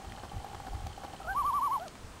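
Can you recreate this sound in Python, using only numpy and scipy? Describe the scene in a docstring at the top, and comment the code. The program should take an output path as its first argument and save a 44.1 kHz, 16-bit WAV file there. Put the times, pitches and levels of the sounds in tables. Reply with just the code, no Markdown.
"""Throughout: gusts rumble and bump on a microphone over steady hiss and a faint whine (shaped noise, sines).
From the start a near lens motor chatters and ticks: hits ring damped modes, shaped noise adds the rattle.
From 1.2 s a far loon calls over a quiet lake: a faint yelp, a low two-partial note, a tremolo of five pitch
arches, a soft drop back, all from a sine and its octave. The motor stops during the drop; clicks follow.
The recorder mirrors the midrange faintly into the treble and cuts the top."""
import sys
import numpy as np
from scipy import signal
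from scipy.fft import rfft, irfft
from scipy.io import wavfile

SR = 44100
rng = np.random.default_rng(int(sys.argv[2]) if len(sys.argv) > 2 else 0)


def dump_mix(stems):
    """Bounce the given channels to the path in sys.argv[1] as a 16-bit WAV at rate SR."""
    frames = np.atleast_2d(stems).T  # one column per channel
    limited = np.clip(frames, -1, 1)  # hard clip at full scale
    pcm = np.round(limited * 32767).astype(np.int16)
    wavfile.write(sys.argv[1], SR, pcm)


N = 97020
T = np.arange(N) / SR   # s

# Wind level curve before WIND_OFFSET_DB: [t/s, level/dB]
GUSTS = [(0, -70), (.06, -45.5), (.11, -42.5), (.15, -54), (.24, -48.5), (.31, -62), (.345, -38.5),
         (.38, -36.5), (.43, -57), (.58, -48), (.66, -51), (.74, -38.5), (.8, -48), (.87, -38.5),
         (1.0, -61.5), (1.06, -48.5), (1.17, -69), (1.29, -42.5), (1.35, -56), (1.425, -45), (1.5, -53.5),
         (1.85, -77), (2.06, -50.5), (2.2, -57.5)]
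# Wind spectrum shape: [f/Hz, relative density/dB per Hz]
WIND_SPECTRUM = [(15, -28), (30, -4), (55, 1.5), (100, -4.5), (160, -20.5), (300, -24.5), (2000, -58)]
WIND_OFFSET_DB = 0.5
# Soft air bumps on the microphone: [t/s, level/dB]
BUMPS = [(.337, -27.5), (.365, -30), (0.618, -34), (.722, -33), (.85, -35), (2.044, -28.5)]
# Decaying mode of a bump: [f/Hz, relative level/dB, t60/s]
BUMP_MODE = [(70.6, 0, 0.037)]
BUMP_ATTACK_S = 0.00077
# Air and hiss spectrum shape: [f/Hz, relative density/dB per Hz]
HISS_SPECTRUM = [(30, -1), (140, -0.5), (260, -4.5), (500, -7.5), (1100, -9), (2000, -15.5), (4000, -19.5),
                 (7000, -22), (9900, -24), (10150, -37), (15500, -34.5)]
HISS_DB = -50
# Faint electronic whine: [f/Hz, rms level/dB]
WHINE_TONES = [(4001, -81), (8002, -77), (8032, -82)]

# Motor movement spans: [start/s, end/s]
MOTOR_RUNS = [(0, 0.28), (.31, .925), (.97, 1.16), (1.2, 1.81)]
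STEPS_PER_S = 59.94
# Damped modes of a fine tick: [f/Hz, relative level/dB, t60/s]
TICK_MODES = [(3087, -2, 0.011), (4290, -9.5, 0.015)]
# Ticks that stand out: [t/s]
LOUD_TICKS = [.098, .165, .198, .298, .932, 1.065, 1.132, 1.165, 1.332, 1.432, 1.466, 1.532, 1.733, 1.8]
FIRST_TICK_S, TICK_JITTER_S, TICK_ATTACK_S = 0.0292, 0.0003, 0.0012
TICK_DB, OFFBEAT_DB, TICK_SPREAD_DB, LOUD_TICK_DB = -40, -3, 2.5, -34
TICK_DETUNE = 0.017   # relative pitch spread from hit to hit

# Louder motor knocks: [t/s, level/dB]
KNOCKS = [(0.045, -38.5), (0.113, -41.5), (.174, -43), (.234, -37.5), (0.316, -34.5), (0.333, -37),
          (.351, -41), (.368, -36), (.401, -38), (0.444, -32), (0.464, -36.5), (0.499, -39.5), (0.514, -37),
          (0.532, -35.5), (0.545, -40.5), (0.599, -34), (0.648, -37.5), (.666, -32.5), (0.682, -37),
          (0.731, -34), (0.802, -36), (0.865, -34), (0.977, -35.5), (1.035, -35), (1.047, -34), (1.08, -36),
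          (1.134, -36.5), (1.201, -34)]
# Damped modes of the housing: [f/Hz, relative level/dB, t60/s]
HOUSING_MODES = [(792.5, 7, 0.033), (840, 8, 0.0051), (1112, -9.5, 0.041), (1580, -9, 0.0063)]
# Short gear rattles: [t/s, level/dB, length/s]
RATTLES = [(0.045, -49.5, 0.015), (.172, -51, 0.017), (0.232, -46.5, 0.025), (.544, -42.5, 0.012),
           (0.601, -51, 0.013), (0.667, -47, 0.02), (.745, -47, .011), (1.034, -45, .022),
           (1.132, -48, 0.021)]
# Gear rattle spectrum shape: [f/Hz, relative density/dB per Hz]
RATTLE_SPECTRUM = [(150, 4), (400, 4), (650, 3.5), (900, 5.5), (1500, 0.5), (2200, -13), (5000, -16),
                   (9000, -26), (16000, -65)]
STEP_DB, STEP_SPREAD_DB = -43, 6
SCUFF_REL_DB = -13.5   # noise of a hit, relative to its level
SCUFF_S, RATTLE_EDGE_S = 0.0034, 0.0034
CONTACT_S = 0.0037     # time constant of the ring's build-up
HOUSING_DETUNE = 0.03  # relative pitch spread from hit to hit

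# Sharp clicks of the mechanism: [t/s, level/dB, top edge f/Hz, ring level/dB]
CLICKS = [(.1215, -36.5, 3000, -54), (.869, -37, 5960, -50), (1.881, -38, 7450, -33),
          (1.9536, -40.5, 3240, -50)]
CLICK_DECAY_S, CLICK_LOW_HZ = 0.0017, 750

# Faint first yelp: [t/s, f/Hz, fundamental level/dB, octave level/dB]
YELP = [(1.211, 730, -53, -53), (1.218, 661, -50, -48.5), (1.226, 616, -59, -53)]
# Low note before the tremolo: [t/s, f/Hz, fundamental level/dB, octave level/dB]
OPENING = [(1.238, 684, -66, -51), (1.25, 637, -42.5, -48), (1.262, 618, -55.5, -56),
           (1.274, 661, -41, -44.5), (1.292, 750, -39, -34), (1.312, 788, -35, -36),
           (1.325, 799, -36, -41.5), (1.337, 766, -41, -47), (1.349, 745, -49, -64)]
# Tremolo arches: [top t/s, top f/Hz, level/dB before dip and break losses, rise/s, fall/s]
ARCHES = [(1.393, 1178, -29, 0.041, .035), (1.478, 1181, -29, .038, 0.034),
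          (1.563, 1170, -29, 0.037, 0.035), (1.650, 1161, -29, .039, 0.033),
          (1.74, 1128, -29.5, 0.034, 0.031)]
# Low note after the tremolo: [t/s, f/Hz, fundamental level/dB, octave level/dB]
CLOSING = [(1.793, 637.6, -42, -55), (1.808, 655.4, -43, -52), (1.824, 719, -38.5, -51),
           (1.837, 747, -43, -50), (1.847, 812, -47.5, -68), (1.859, 703, -43.5, -52),
           (1.871, 620, -45, -54), (1.886, 560, -53, -62)]
TREMOLO_START_S, TREMOLO_END_S, TREMOLO_EDGE_S, NOTE_EDGE_S = 1.342, 1.792, 0.0091, 0.0052
ARCH_DEPTH_HZ, ARCH_POWER = 225.5, 2.3   # pitch drop one rise or fall time from the top
DIP_HZ, DIP_SAG_HZ_PER_S = 965, 250      # pitch floor at tremolo start, and its sinking
FULL_VOICE_HZ, DIP_LOSS_DB = 155, 6.5    # the voice weakens closer than this to the floor
BREAK_DB, BREAK_S, BREAK_LAG_S = 4.5, 0.0034, 0.00091   # brief catch at each arch's foot
OVERTONE_REL_DB, OVERTONE_FADE_DB_PER_HZ = -31.5, 0.08  # octave, fading below the top pitch
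JITTER, SHIMMER_DB = 0.0016, 0.76        # rms wander of relative pitch and of level

# Tones around which the recorder mirrors the midrange: [f/Hz, image level/dB]
MIRRORS = [(4300, -40.5), (7830, -40), (12098, -29.5), (15700, -46), (16400, -42)]
MIRROR_LOW_HZ, CUTOFF_HZ = 580, 15720


def from_db(db):
    """Decibels to gain."""
    return 10 ** (np.asarray(db) / 20)


def rms_one(x):
    """Scale to unit rms."""
    return x / np.sqrt(np.mean(x ** 2) + 1e-20)


def in_time(rows):
    """Interpolate a table's columns over its first, time, at every sample."""
    s, *columns = np.transpose(rows)
    return [np.interp(T, s, column) for column in columns]


def noise(spectrum):
    """Unit-rms Gaussian noise shaped by a spectrum, interpolated over log frequency."""
    hz, db = np.transpose(spectrum)
    bins_hz = np.maximum(np.fft.rfftfreq(N, 1 / SR), 1)
    gain = from_db(np.interp(np.log(bins_hz), np.log(hz), db))
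    return rms_one(irfft(rfft(rng.standard_normal(N)) * gain, N))


def drift(cutoff_hz):
    """Unit-rms low-passed random wander, filter start-up discarded."""
    lowpass = signal.butter(2, cutoff_hz, fs=SR, output="sos")
    return rms_one(signal.sosfilt(lowpass, rng.standard_normal(2 * N))[N:])


def gate(start_s, end_s, edge_s):
    """On between two times, with linear ramps."""
    return np.clip(np.minimum(T - start_s, end_s - T) / edge_s, 0, 1)


def swell(start_s, length_s):
    """Rise to 1 at half the length, then a slower fall."""
    age = np.clip(2 * (T - start_s) / length_s, 0, 20)
    return age * np.exp(1 - age)


def burst(start_s, decay_s):
    """Sudden start, exponential decay."""
    return (T >= start_s) * np.exp(-np.clip((T - start_s) / decay_s, 0, 20))


def ring(times_s, levels_db, modes, attack_s, detune=0):
    """Each hit excites all damped modes, shifted together in pitch; the ring builds up, then decays."""
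    t = T[:SR // 8]
    attack = 1 - np.exp(-t / attack_s)
    out = np.zeros(N + SR)
    stretches = 1 + detune * rng.standard_normal(len(times_s))
    for s, level_db, stretch in zip(times_s, levels_db, stretches):
        response = 0
        for hz, db, t60_s in modes:
            decay = from_db(level_db + db - 60 * t / t60_s)
            response = response + decay * np.sin(2 * np.pi * hz * stretch * t)
        first = max(int(s * SR), 0)
        out[first:first + len(t)] += response * attack
    return out[:N]


def wind():
    """Gusts modulate low noise; bumps ring one low damped mode."""
    gust_db, = in_time(GUSTS)
    rumble = from_db(WIND_OFFSET_DB + gust_db) * noise(WIND_SPECTRUM)
    return rumble + ring(*np.transpose(BUMPS), BUMP_MODE, BUMP_ATTACK_S)


def hiss():
    """Steady shaped noise."""
    return from_db(HISS_DB) * noise(HISS_SPECTRUM)


def whine():
    """Steady sines."""
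    return sum(np.sqrt(2) * from_db(db) * np.sin(2 * np.pi * hz * T) for hz, db in WHINE_TONES)


def motor_ticks():
    """Ticks at the step rate ring high damped modes, strong and weak in turn; some stand out."""
    times_s = np.arange(FIRST_TICK_S, MOTOR_RUNS[-1][1], 1 / STEPS_PER_S)
    count = len(times_s)
    spread_db = TICK_SPREAD_DB * (2 * rng.random(count) - 1)
    db = TICK_DB + OFFBEAT_DB * (np.arange(count) % 2) + spread_db
    loud = np.abs(times_s[:, None] - LOUD_TICKS).min(axis=1) < 0.5 / STEPS_PER_S
    levels_db = np.where(loud, LOUD_TICK_DB, db)
    jittered_s = times_s + TICK_JITTER_S * rng.standard_normal(count)
    return ring(jittered_s, levels_db, TICK_MODES, TICK_ATTACK_S, TICK_DETUNE)


def lens_motor():
    """Uneven steps in runs and louder knocks ring the housing and scuff; the gears rattle as noise."""
    grid_s = np.arange(0, T[-1], 1 / STEPS_PER_S)
    steps_s = [s for s in grid_s if any(start <= s < end for start, end in MOTOR_RUNS)]
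    steps_db = STEP_DB + STEP_SPREAD_DB * (2 * rng.random(len(steps_s)) - 1)
    knocks_s = np.array(KNOCKS)[:, 0]
    hits = list(KNOCKS)
    for s, db in zip(steps_s, steps_db):
        if np.abs(knocks_s - s).min() > 0.5 / STEPS_PER_S:   # a knock replaces its step
            hits.append((s, db))
    scuffs = sum(from_db(db + SCUFF_REL_DB) * swell(s, SCUFF_S) for s, db in hits)
    rattles = sum(from_db(db) * gate(s, s + length_s, RATTLE_EDGE_S) for s, db, length_s in RATTLES)
    housing = ring(*np.transpose(hits), HOUSING_MODES, CONTACT_S, HOUSING_DETUNE)
    return housing + (scuffs + rattles) * noise(RATTLE_SPECTRUM)


def clicks():
    """Decaying bursts of band-limited noise, each with some of the tick's ring."""
    snaps = 0
    for s, db, top_hz, _ in CLICKS:
        band = signal.butter(4, [CLICK_LOW_HZ, top_hz], "band", fs=SR, output="sos")
        grain = rms_one(signal.sosfilt(band, rng.standard_normal(N)))
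        snaps = snaps + from_db(db) * burst(s, CLICK_DECAY_S) * grain
    times_s, _, _, ring_db = np.transpose(CLICKS)
    return snaps + ring(times_s, ring_db, TICK_MODES, TICK_ATTACK_S)


def voice(hz, fundamental_db, octave_db):
    """Sine and octave with shared pitch jitter and level shimmer."""
    phase = 2 * np.pi * np.cumsum(hz * (1 + JITTER * drift(150))) / SR
    shimmer = from_db(SHIMMER_DB * drift(152))
    partials = from_db(fundamental_db) * np.sin(phase) + from_db(octave_db) * np.sin(2 * phase)
    return np.sqrt(2) * shimmer * partials


def low_note(note):
    """The voice follows a table of pitch and partial levels."""
    return voice(*in_time(note)) * gate(note[0][0], note[-1][0], NOTE_EDGE_S)


def tremolo():
    """Pitch arches over a sinking floor; the voice weakens near the floor and catches at each foot."""
    arches_hz = []
    for s, peak_hz, _, rise_s, fall_s in ARCHES:
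        distance = np.maximum((s - T) / rise_s, (T - s) / fall_s)
        arches_hz.append(peak_hz - ARCH_DEPTH_HZ * distance ** ARCH_POWER)
    floor_hz = DIP_HZ - DIP_SAG_HZ_PER_S * (T - TREMOLO_START_S)
    hz = np.maximum(np.max(arches_hz, axis=0), floor_hz)
    top_hz, top_db, _, _ = in_time(ARCHES)
    weakness = np.clip(1 - (hz - floor_hz) / FULL_VOICE_HZ, 0, 1)
    breaks = sum(swell(s + fall_s + BREAK_LAG_S, BREAK_S) for s, _, _, _, fall_s in ARCHES)
    db = top_db - DIP_LOSS_DB * weakness - BREAK_DB * breaks
    octave_db = db + OVERTONE_REL_DB - OVERTONE_FADE_DB_PER_HZ * (top_hz - hz)
    return voice(hz, db, octave_db) * gate(TREMOLO_START_S, TREMOLO_END_S, TREMOLO_EDGE_S)


def loon():
    """Low two-partial notes before and after a nearly pure tremolo."""
    return low_note(YELP) + low_note(OPENING) + tremolo() + low_note(CLOSING)


def scene():
    """Air and whine, near motor, far bird, summed to one channel."""
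    background = wind() + hiss() + whine()
    motor = motor_ticks() + lens_motor() + clicks()
    return (background + motor + loon())[None]


def record(dry):
    """Ring modulation adds faint mirror images of the midrange; a steep low-pass cuts the top."""
    highpass = signal.butter(4, MIRROR_LOW_HZ, "high", fs=SR, output="sos")
    midrange = signal.sosfilt(highpass, dry)
    carriers = sum(2 * from_db(db) * np.cos(2 * np.pi * hz * T) for hz, db in MIRRORS)
    lowpass = signal.ellip(12, 0.1, 80, CUTOFF_HZ, fs=SR, output="sos")
    return signal.sosfilt(lowpass, dry + midrange * carriers)


dry = scene()
out = record(dry)
dump_mix(out)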